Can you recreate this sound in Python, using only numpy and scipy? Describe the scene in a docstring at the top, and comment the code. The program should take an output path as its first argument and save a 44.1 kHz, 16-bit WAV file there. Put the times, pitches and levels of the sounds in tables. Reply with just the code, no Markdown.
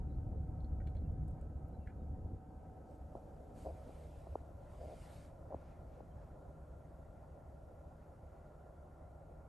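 """Idling car, street to cabin

An eight-cylinder car idles in a quiet lane. A phone at the open side window is drawn inside and
turned to the windscreen. Uneven firings ring the exhaust, louder outside; street air gives way to
ventilation. Faint ticks, chirps and the wings of a hawk taking off come from the street. As the
phone moves, fingers knock and rub on its case and a sleeve slides along the door."""
import sys
import numpy as np
from scipy import signal
from scipy.fft import rfft, irfft, next_fast_len
from scipy.io import wavfile
from scipy.ndimage import uniform_filter1d, map_coordinates

SR = 44100
rng = np.random.default_rng(int(sys.argv[2]) if len(sys.argv) > 2 else 0)


def wrap_up_sound(samples):
    """Save the sound to the file named by the first command line argument, as 16-bit audio."""
    columns = np.atleast_2d(samples).T
    # keep every value between -1 and 1, then stretch to whole-number steps
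    tamed = np.clip(columns, -1, 1)
    steps = np.round(tamed * 32767).astype(np.int16)
    wavfile.write(sys.argv[1], SR, steps)


N = 418068

# Phone path. Each row: time in seconds, share inside (0 street, 0.5 window opening, 1 cabin).
PHONE_PATH = [(2.45, 0), (2.9, 0.02), (3.6, 0.26), (4.3, 0.89), (5.6, 0.94), (9.48, 1)]
# Stereo image of the noise. Each row: frequency in Hz, left-right correlation.
CORRELATION = [(60, 0.97), (160, 0.94), (300, 0.93), (600, 0.62), (1100, .52), (2100, 1), (3200, 0.8),
               (5500, 1), (12000, 0.93)]
# Noise spectra. Each row: frequency in Hz, relative level in dB.
STREET_SPECTRUM = [(190, -28), (330, -10), (362, -10), (509, -2), (580, -6.5), (691, -8), (758, -4.5),
                   (823, -12.5), (895, -11), (1190, -27.5), (1260, -18.5), (1540, -29), (3000, -47),
                   (3900, -74), (6600, -120)]
CABIN_SPECTRUM = [(190, -34), (330, -6.5), (471, -8), (541, -0.5), (597, -1), (803, -7), (913, -14),
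                  (998, -13), (1170, -19.5), (1380, -19), (1510, -24.5), (2070, -32), (3500, -54),
                  (4550, -74), (7700, -120)]
HISS_SPECTRUM = [(1200, -28), (2500, 3.5), (5000, 0), (7000, 2), (9000, 0.5), (10300, 8), (12000, 1),
                 (13000, -16)]
FEATHER_SPECTRUM = [(1800, -12), (3000, -6), (4200, -1), (5500, -4), (9000, -3)]
SLEEVE_SPECTRUM = [(700, -7), (1500, 7.5), (2300, 7.5), (3400, 3), (4500, 1), (6000, -1.5), (9000, 2.5),
                   (11500, 1), (12800, -27)]
SEAT_SPECTRUM = [(1200, 1), (1800, -1.5), (2500, -4.5), (3300, -13), (6000, -17)]
RUMBLE_SPECTRUM = [(8.8, -46.5), (15, -15), (71, 5), (82, 2.5), (122, -6), (152, -3.5), (184, -15.5),
                   (220, -23.5), (290, -52), (480, -120)]
BURBLE_SPECTRUM = [(100, -37), (160, -0.5), (220, -1.5), (310, -3), (400, -15.5), (600, -17), (1200, -42.5)]
# Levels by phone position. Each holds: level outside, gain inside, gain in the opening, all in dB.
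AIR_LEVELS_DB = (-62.5, 0.33, 2.25)
HISS_LEVELS_DB = (-87.5, 0.5, 5.5)
# Whines of the electrics. Each row: frequency in Hz, level in dB.
WHINE_TONES = [(6961, -105), (8786, -106), (9157, -107), (9523, -109), (11208, -109)]
# Bird calls. Each row: start and length in seconds, first and last pitch in Hz, level in dB.
BIRD_CHIRPS = [(0.086, 0.051, 4120, 3630, -86), (0.12, 0.046, 3990, 4280, -87),
               (1.026, 0.064, 2770, 2620, -86), (1.725, .05, 4000, 3990, -86),
               (1.773, 0.13, 2800, 2550, -87), (1.989, 0.031, 3800, 3650, -88),
               (6.097, 0.049, 3050, 3250, -86)]
# Street ticks. Each row: start in seconds, level in dB, centre of the excited range in Hz,
# its width in octaves, T60 in seconds, relative crack level in dB.
STREET_TICKS = [(0.603, -73, 3700, 0.45, 0.033, -12), (.644, -70, 3900, .35, 0.034, -12),
                (.801, -59, 1800, .6, 0.11, -20), (.871, -58.5, 2940, 0.95, 0.039, -5.5),
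                (.895, -76, 7500, .8, .03, -3), (.949, -63, 2700, 0.76, 0.049, -2.5),
                (0.967, -67, 3400, 0.74, 0.04, -8), (.984, -79, 4030, .5, .03, -8),
                (1.279, -64.5, 8920, .6, 0.026, -6.5), (1.308, -70, 9200, .5, .018, -4),
                (1.38, -75.5, 2011, .6, 0.22, -15), (1.411, -70.5, 7790, 0.32, 0.025, -5),
                (1.682, -74, 12000, .3, .02, -10), (1.859, -70, 2103, 0.74, 0.08, -12),
                (1.873, -52.5, 1750, 0.83, 0.063, -19), (1.897, -70, 1750, .8, 0.07, -18)]
# Resonances of the ticks. Each row: frequency in Hz, relative level in dB.
TICK_RESONANCES = [(1560, 4), (1830, -0.5), (2280, -4), (2800, -13), (3450, -9), (4150, -3), (6900, -9),
                   (8100, -5), (9350, 1), (11500, -8)]
# Smooth swells. Each row: start in seconds, length in seconds, level in dB.
WING_BEATS = [(2.81, 0.22, -86), (3.1, 0.13, -88)]
SLEEVE_SQUEAKS = [(3.55, 0.2, -86), (4.68, 0.34, -86)]
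SEAT_SHIFTS = [(5.42, 0.49, -77.5), (5.855, 0.21, -78.5), (6.12, 0.21, -81), (7.09, 0.12, -92),
               (7.97, 0.1, -83), (8.2, 0.41, -87)]
HAND_BUMPS = [(2.98, 0.13, -47.5), (3.61, 0.18, -49.5), (4.01, .1, -48.5), (4.285, 0.077, -47),
              (8.22, 0.11, -54.5)]
# Sleeve on the door. Each row: start, rise, hold and release in seconds, level and treble lift in dB.
SLEEVE_STROKES = [(3.535, .045, 0.06, 0.12, -76.5, 5.5), (3.64, 0.2, 0.17, 0.55, -75.5, -0.5),
                  (4.55, 0.4, .28, .1, -72, -0.5), (4.98, 0.055, 0.02, 0.18, -83, 4.5)]
# Fingers rubbing the case. Each row: start in seconds, length in seconds, level in dB.
FINGER_RUBS = [(3.158, 0.024, -53), (3.646, 0.064, -48.5), (3.659, 0.014, -50.5), (4.808, 0.054, -51),
               (4.875, 0.068, -51.5), (5.503, 0.038, -49.5)]
# Knocks on the case. Each row: start in seconds, level in dB, pitch in Hz, pitch overshoot as a share.
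FINGER_KNOCKS = [(3.1528, -33.5, 540, 0.2), (3.664, -42, 700, 0.3), (3.8935, -44, 300, 0.4),
                 (4.270, -42, 560, 0.2), (4.3547, -28, 584, 0.76), (5.524, -45, 800, 0.4),
                 (5.5443, -31, 470, 0.55), (6.005, -45, 620, 0.4)]
# Resonances of the gripped case, and of the exhaust and car body.
# Each row: frequency in Hz, relative level in dB, T60 in seconds.
CASE_MODES = [(300, -10, 0.014), (520, -2, 0.016), (630, 0, 0.018), (770, -5, 0.012), (960, -13, 0.01)]
EXHAUST_MODES = [(34.8, -20.5, 0.15), (48, -9.5, 0.39), (69.4, 2, 0.14), (103.4, -9.5, 0.16),
                 (145, -18, 0.052)]
# One engine cycle. Each entry: firing strength in dB. Two thump where one bank fires twice running.
FIRINGS_DB = [-11, 0.5, -8.5, -6.5, -2.5, -9.5, 1, -19]
# Engine rumble envelope. Each row: time in seconds, level in dB.
RUMBLE_ENVELOPE = [(0, -42.5), (.8, -44.5), (1.22, -41), (1.39, -49.5), (1.95, -51.5), (2.08, -46.5),
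                   (2.33, -46), (2.41, -57), (5.7, -55), (7.5, -57.5), (8.8, -60.5), (9.48, -56.5)]


def amp(db):
    """Decibels to gain."""
    return 10 ** (np.asarray(db) / 20)


def unit(x):
    """Scale to rms 1."""
    return x / np.sqrt(np.mean(x ** 2) + 1e-20)


def sine(hz):
    """Sine of peak 1 from a per-sample frequency."""
    return np.sin(2 * np.pi * np.cumsum(hz) / SR)


def over_hz(rows, hz):
    """Interpolate (Hz, value) rows on a log axis."""
    knots_hz, values = np.transpose(rows)
    return np.interp(np.log(hz + 1), np.log(knots_hz + 1), values)


def over_time(rows):
    """Interpolate (seconds, value) rows per sample."""
    return np.interp(np.arange(N) / SR, *np.transpose(rows))


def wobble(rate_hz):
    """Smooth random curve through Gaussian knots."""
    knots = rng.standard_normal(int(N * rate_hz / SR) + 4)
    coarse = np.arange(0, N, 32)
    return np.interp(np.arange(N), coarse, map_coordinates(knots, [coarse * rate_hz / SR]))


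def add(track, start_s, sound):
    """Mix a sound into a track."""
    part = track[max(round(start_s * SR), 0):][:len(sound)]
    part += sound[:len(part)]


def swells(rows):
    """Gain curve, one Hann swell per row."""
    gain = np.zeros(N)
    for start_s, length_s, db in rows:
        add(gain, start_s, amp(db) * np.hanning(round(length_s * SR)))
    return gain


def filtered(x, response):
    """Apply a frequency response by FFT."""
    size = next_fast_len(N + 8192)
    return irfft(rfft(x, size) * response(np.fft.rfftfreq(size, 1 / SR)), size)[..., :N]


def stereo_noise(gain):
    """Partly correlated noise pair, rms 1, shaped by gain(hz)."""
    def mid_side(hz):
        angle = np.arccos(np.clip(over_hz(CORRELATION, hz), -1, 1)) / 2
        return gain(hz) * np.array([np.cos(angle), np.sin(angle)])
    mid, side = filtered(rng.standard_normal((2, N)), mid_side)
    return unit(np.array([mid + side, mid - side]))


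def coloured(spectrum, patchy_db):
    """Stereo noise, rms 1, steep beyond the spectrum's ends, with drifting patches of gain."""
    def gain(hz):
        skirts = np.minimum(hz / spectrum[0][0], 1) ** 2 / np.maximum(hz / spectrum[-1][0], 1) ** 4
        return amp(over_hz(spectrum, hz)) * skirts
    pair = stereo_noise(gain)
    if not patchy_db:
        return pair
    frames = signal.stft(pair, nperseg=512)[2]
    patches = uniform_filter1d(rng.standard_normal(frames.shape[1:]), size=4, axis=0)
    patches = unit(uniform_filter1d(patches, size=9, axis=1))
    return unit(signal.istft(frames * amp(patchy_db * patches), nperseg=512)[1][:, :N])


def narrow(centre_hz, half_width_hz):
    """Stereo noise in one resonance."""
    return stereo_noise(lambda hz: 1 / (1 + ((hz - centre_hz) / half_width_hz) ** 2))


def phone_position():
    """Share inside the car and nearness to the window opening, both 0-1."""
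    inside = np.clip(over_time(PHONE_PATH), 0, 1)
    return inside, 2 * np.sqrt(inside * (1 - inside))


def air(inside, opening):
    """Street air crossfades to ventilation under a thin hiss; both peak in the window opening."""
    def level_db(outside_db, inside_db, opening_db):
        return outside_db + inside_db * inside + opening_db * opening
    street = np.sqrt(1 - inside) * coloured(STREET_SPECTRUM, patchy_db=2.0)
    cabin = np.sqrt(inside) * coloured(CABIN_SPECTRUM, patchy_db=1.8)
    flow_db = level_db(*AIR_LEVELS_DB) + 0.37 * wobble(6.9) + 0.59 * wobble(70)
    hiss = amp(level_db(*HISS_LEVELS_DB)) * coloured(HISS_SPECTRUM, patchy_db=1.0)
    return amp(flow_db) * (street + cabin) + hiss


def electrics():
    """The car's electrics whine: faint, slightly unsteady high tones."""
    return sum(amp(db + 1.7 * wobble(2.7)) * np.sqrt(2) * sine(hz + 2.5 * wobble(8))
               for hz, db in WHINE_TONES)


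def radiator_fan(inside, blade_hz=750, outside_db=-69):
    """Wavering blade tone and three noise bands, heard outside."""
    blade = np.sqrt(2) * sine(blade_hz * (1 + 0.005 * wobble(12)))
    blade *= amp(-1 + 1.4 * wobble(3.3))
    whir = amp(-12) * narrow(blade_hz, 16) + amp(-16) * narrow(1290, 31) + amp(-19) * narrow(1545, 40)
    return amp(outside_db) * (1 - inside) * (blade + whir)


def vent(inside, level_db=-79):
    """An air vent whistles, heard only well inside."""
    return amp(level_db) * inside ** 5 * narrow(1384, 50)


def window_hollow(opening, level_db=-65.5):
    """Hollow resonance of the window opening."""
    return amp(level_db) * opening * narrow(614, 65)


def birds(warble_share=0.015):
    """Distant chirps: short, gliding, warbling whistles."""
    track = np.zeros(N)
    for start_s, length_s, first_hz, last_hz, db in BIRD_CHIRPS:
        n = round(length_s * SR)
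        pitch_hz = np.linspace(first_hz, last_hz, n) * (1 + warble_share * wobble(400)[:n])
        add(track, start_s, amp(db) * np.hanning(n) * sine(pitch_hz))
    return track


def hawk():
    """Take-off: one swell of feather noise per wing beat."""
    return swells(WING_BEATS) * coloured(FEATHER_SPECTRUM, patchy_db=5)[0]


def ticks(crack_t60_s=0.027, rise_s=0.0014, rattle_db=3, detune_share=0.04):
    """Small dry contacts ring clusters of close modes, which rattle as they die under a brief crack."""
    t = np.arange(SR // 5) / SR
    track = np.zeros(N)
    mode_hz, mode_db = np.repeat(TICK_RESONANCES, 5, axis=0).T[:, :, None]
    for start_s, db, centre_hz, width_octaves, t60_s, crack_db in STREET_TICKS:
        detune, phase = rng.standard_normal((2, len(mode_hz), 1))
        detuned_hz = mode_hz * np.exp(detune_share * detune)
        weight = amp(mode_db) * np.exp(-(np.log2(mode_hz / centre_hz) / width_octaves) ** 2)
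        ring = unit((weight * np.sin(2 * np.pi * (detuned_hz * t + phase))).sum(axis=0))
        crack = amp(crack_db - 60 * t / crack_t60_s) * rng.standard_normal(len(t))
        tick = (ring * amp(-60 * t / t60_s) + crack) * (1 - np.exp(-t / rise_s))
        add(track, start_s, amp(db) * tick / np.abs(tick).max())
    return track * amp(rattle_db * wobble(160))


def lane_reverb(x, t60_s=0.16, wet_db=-8):
    """House walls add a short tail."""
    t = np.arange(SR // 2) / SR
    tail = rng.standard_normal(len(t)) * amp(-60 * t / t60_s)
    return x + amp(wet_db) * signal.fftconvolve(x, tail / np.linalg.norm(tail))[:N]


def clothing(grip_db=1.1, treble_hz=4200, squeak_hz=4800):
    """A sleeve drags with uneven grip and thin squeaks, brighter when quick; cloth shifts on the seat."""
    t = np.arange(N) / SR
    cloth = amp(grip_db * wobble(22)) * coloured(SLEEVE_SPECTRUM, patchy_db=2.0)
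    treble = filtered(cloth, lambda hz: 1 - 1 / (1 + (hz / treble_hz) ** 4))
    strokes = np.zeros((2, N))
    for start_s, rise_s, hold_s, release_s, db, lift_db in SLEEVE_STROKES:
        envelope = np.interp(t, start_s + np.cumsum([0, rise_s, hold_s, release_s]), [0, 1, 1, 0])
        strokes += amp(db) * envelope * (cloth + (amp(lift_db) - 1) * treble)
    seat = swells(SEAT_SHIFTS) * amp(grip_db * wobble(35)) * coloured(SEAT_SPECTRUM, patchy_db=1.5)
    squeaks = swells(SLEEVE_SQUEAKS) * narrow(squeak_hz, 280)
    return strokes + squeaks + seat


def hand_bumps(thud_hz=78.2, wander_share=0.134):
    """The turning hand bumps the phone: low, dull thuds."""
    return swells(HAND_BUMPS) * np.sqrt(2) * sine(thud_hz * (1 + wander_share * wobble(45)))


def finger_rubs(slip_rate_hz=190, unevenness=0.35, scatter_db=0.5, edge_s=0.0027):
    """Skin sticks and slips at an uneven rate; each slip rings the hollow case."""
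    t = np.arange(SR // 5) / SR
    grip, slips = np.zeros(N), np.zeros(N)
    for start_s, length_s, db in FINGER_RUBS:
        add(grip, start_s, amp(db) * np.clip(np.minimum(t, length_s - t + edge_s) / edge_s, 0, 1))
    gap, size = rng.standard_normal((int(2 * slip_rate_hz * N / SR), 2)).T
    onsets = (np.cumsum(np.exp(unevenness * gap)) * SR / slip_rate_hz).astype(int)
    slips[onsets[onsets < N]] = amp(scatter_db * size[onsets < N])
    ring = sum((-1) ** k * amp(db - 60 * t / t60_s) * np.cos(2 * np.pi * hz * t)
               for k, (hz, db, t60_s) in enumerate(CASE_MODES))
    band = lambda hz: 1 / (1 + (hz / 1100) ** 8) / (1 + (180 / (hz + 1)) ** 4)
    return grip * unit(filtered(signal.fftconvolve(slips, ring)[:N], band))


def finger_knocks(t60_s=0.006, rise_s=0.0015, settle_s=0.0012, thud_ratio=0.694, thud_rise_s=0.0024):
    """Each knock: a damped ring of the case, falling in pitch, over a slower, lower thud."""
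    t = np.arange(SR // 5) / SR
    track = np.zeros(N)
    for start_s, db, hz, overshoot in FINGER_KNOCKS:
        ring = sine(hz * (1 + overshoot * np.exp(-t / settle_s))) * amp(-60 * t / t60_s)
        thud = np.sin(2 * np.pi * thud_ratio * hz * t) * amp(-8 - 30 * t / t60_s)
        knock = ring * (1 - np.exp(-(t / rise_s) ** 2)) + thud * (1 - np.exp(-(t / thud_rise_s) ** 2))
        add(track, start_s, amp(db) * knock / np.abs(knock).max())
    return track


def through_case(x, lag_s=0.00014, pan_db=1.0, cutoff_hz=1300):
    """The case carries contact sound to both ports, low-passed; the left is louder and later."""
    ports = np.array([[0.5], [-0.5]])
    delay = lambda hz: np.exp(-2j * np.pi * hz * lag_s * ports)
    return amp(pan_db * ports) * filtered(x, lambda hz: delay(hz) / (1 + (hz / cutoff_hz) ** 10))


def firing_train(cycle_hz=4.342, first_s=0.0012, jitter_s=0.0004, scatter_db=0.05):
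    """One impulse per firing, eight unequal ones per four-stroke cycle."""
    firing_hz = cycle_hz * len(FIRINGS_DB)
    track = np.zeros(N)
    for k, (size, jitter) in enumerate(rng.standard_normal((int(N / SR * firing_hz), 2))):
        db = FIRINGS_DB[k % len(FIRINGS_DB)] - scatter_db * size
        add(track, first_s + k / firing_hz + jitter_s * jitter, amp([db]))
    return track


def engine(inside, accessory_hz=156.6, puff_s=0.024, burble_outside_db=-59.5, shield_db=6):
    """Firings ring the exhaust; their gas puffs modulate rumble and burble. An accessory hums."""
    firings = firing_train()
    t = np.arange(SR // 2) / SR
    ring = -sum(amp(db - 60 * t / t60_s) * np.sin(2 * np.pi * hz * t) for hz, db, t60_s in EXHAUST_MODES)
    band = lambda hz: 1 / (1 + (25 / (hz + 1)) ** 8) / (1 + (hz / 190) ** 6)
    beat = unit(filtered(signal.fftconvolve(firings, ring)[:N], band))
    puffs = unit(signal.fftconvolve(firings, np.hanning(round(puff_s * SR)))[:N])
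    rumble = unit((1 + 0.17 * puffs) * coloured(RUMBLE_SPECTRUM, patchy_db=0))
    burble = unit((1 + 0.2 * puffs) * coloured(BURBLE_SPECTRUM, patchy_db=1.0))
    hum = amp(wobble(7.1)) * sine(accessory_hz + 1.3 * wobble(4))
    rumble_db = over_time(RUMBLE_ENVELOPE)
    burble_db = burble_outside_db + 0.47 * (rumble_db - rumble_db.mean()) - shield_db * inside
    return amp(rumble_db) * (amp(-2) * beat + rumble) + amp(burble_db) * burble + amp(-65) * hum


def scene():
    """Sum at the phone's two microphones."""
    inside, opening = phone_position()
    idle = engine(inside)
    background = air(inside, opening) + radiator_fan(inside) + vent(inside)
    background += window_hollow(opening) + electrics()
    handling = clothing() + through_case(finger_knocks() + finger_rubs()) + hand_bumps()
    street = lane_reverb(ticks() + birds() + hawk())
    return background + street + handling + idle


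def record(dry, flip_hz=10250, flip_half_width_hz=1700, top_hz=12900):
    """The phone's channels fall out of phase in one treble band; all above top_hz is cut."""
    def response(hz):
        offset = np.clip((hz - flip_hz) / flip_half_width_hz, -1, 1)
        phase = np.pi / 2 * np.cos(np.pi / 2 * offset) ** 2
        return np.exp(1j * np.array([phase, -phase])) * (hz < top_hz)
    return filtered(dry, response)


dry = scene()
out = record(dry)
wrap_up_sound(out)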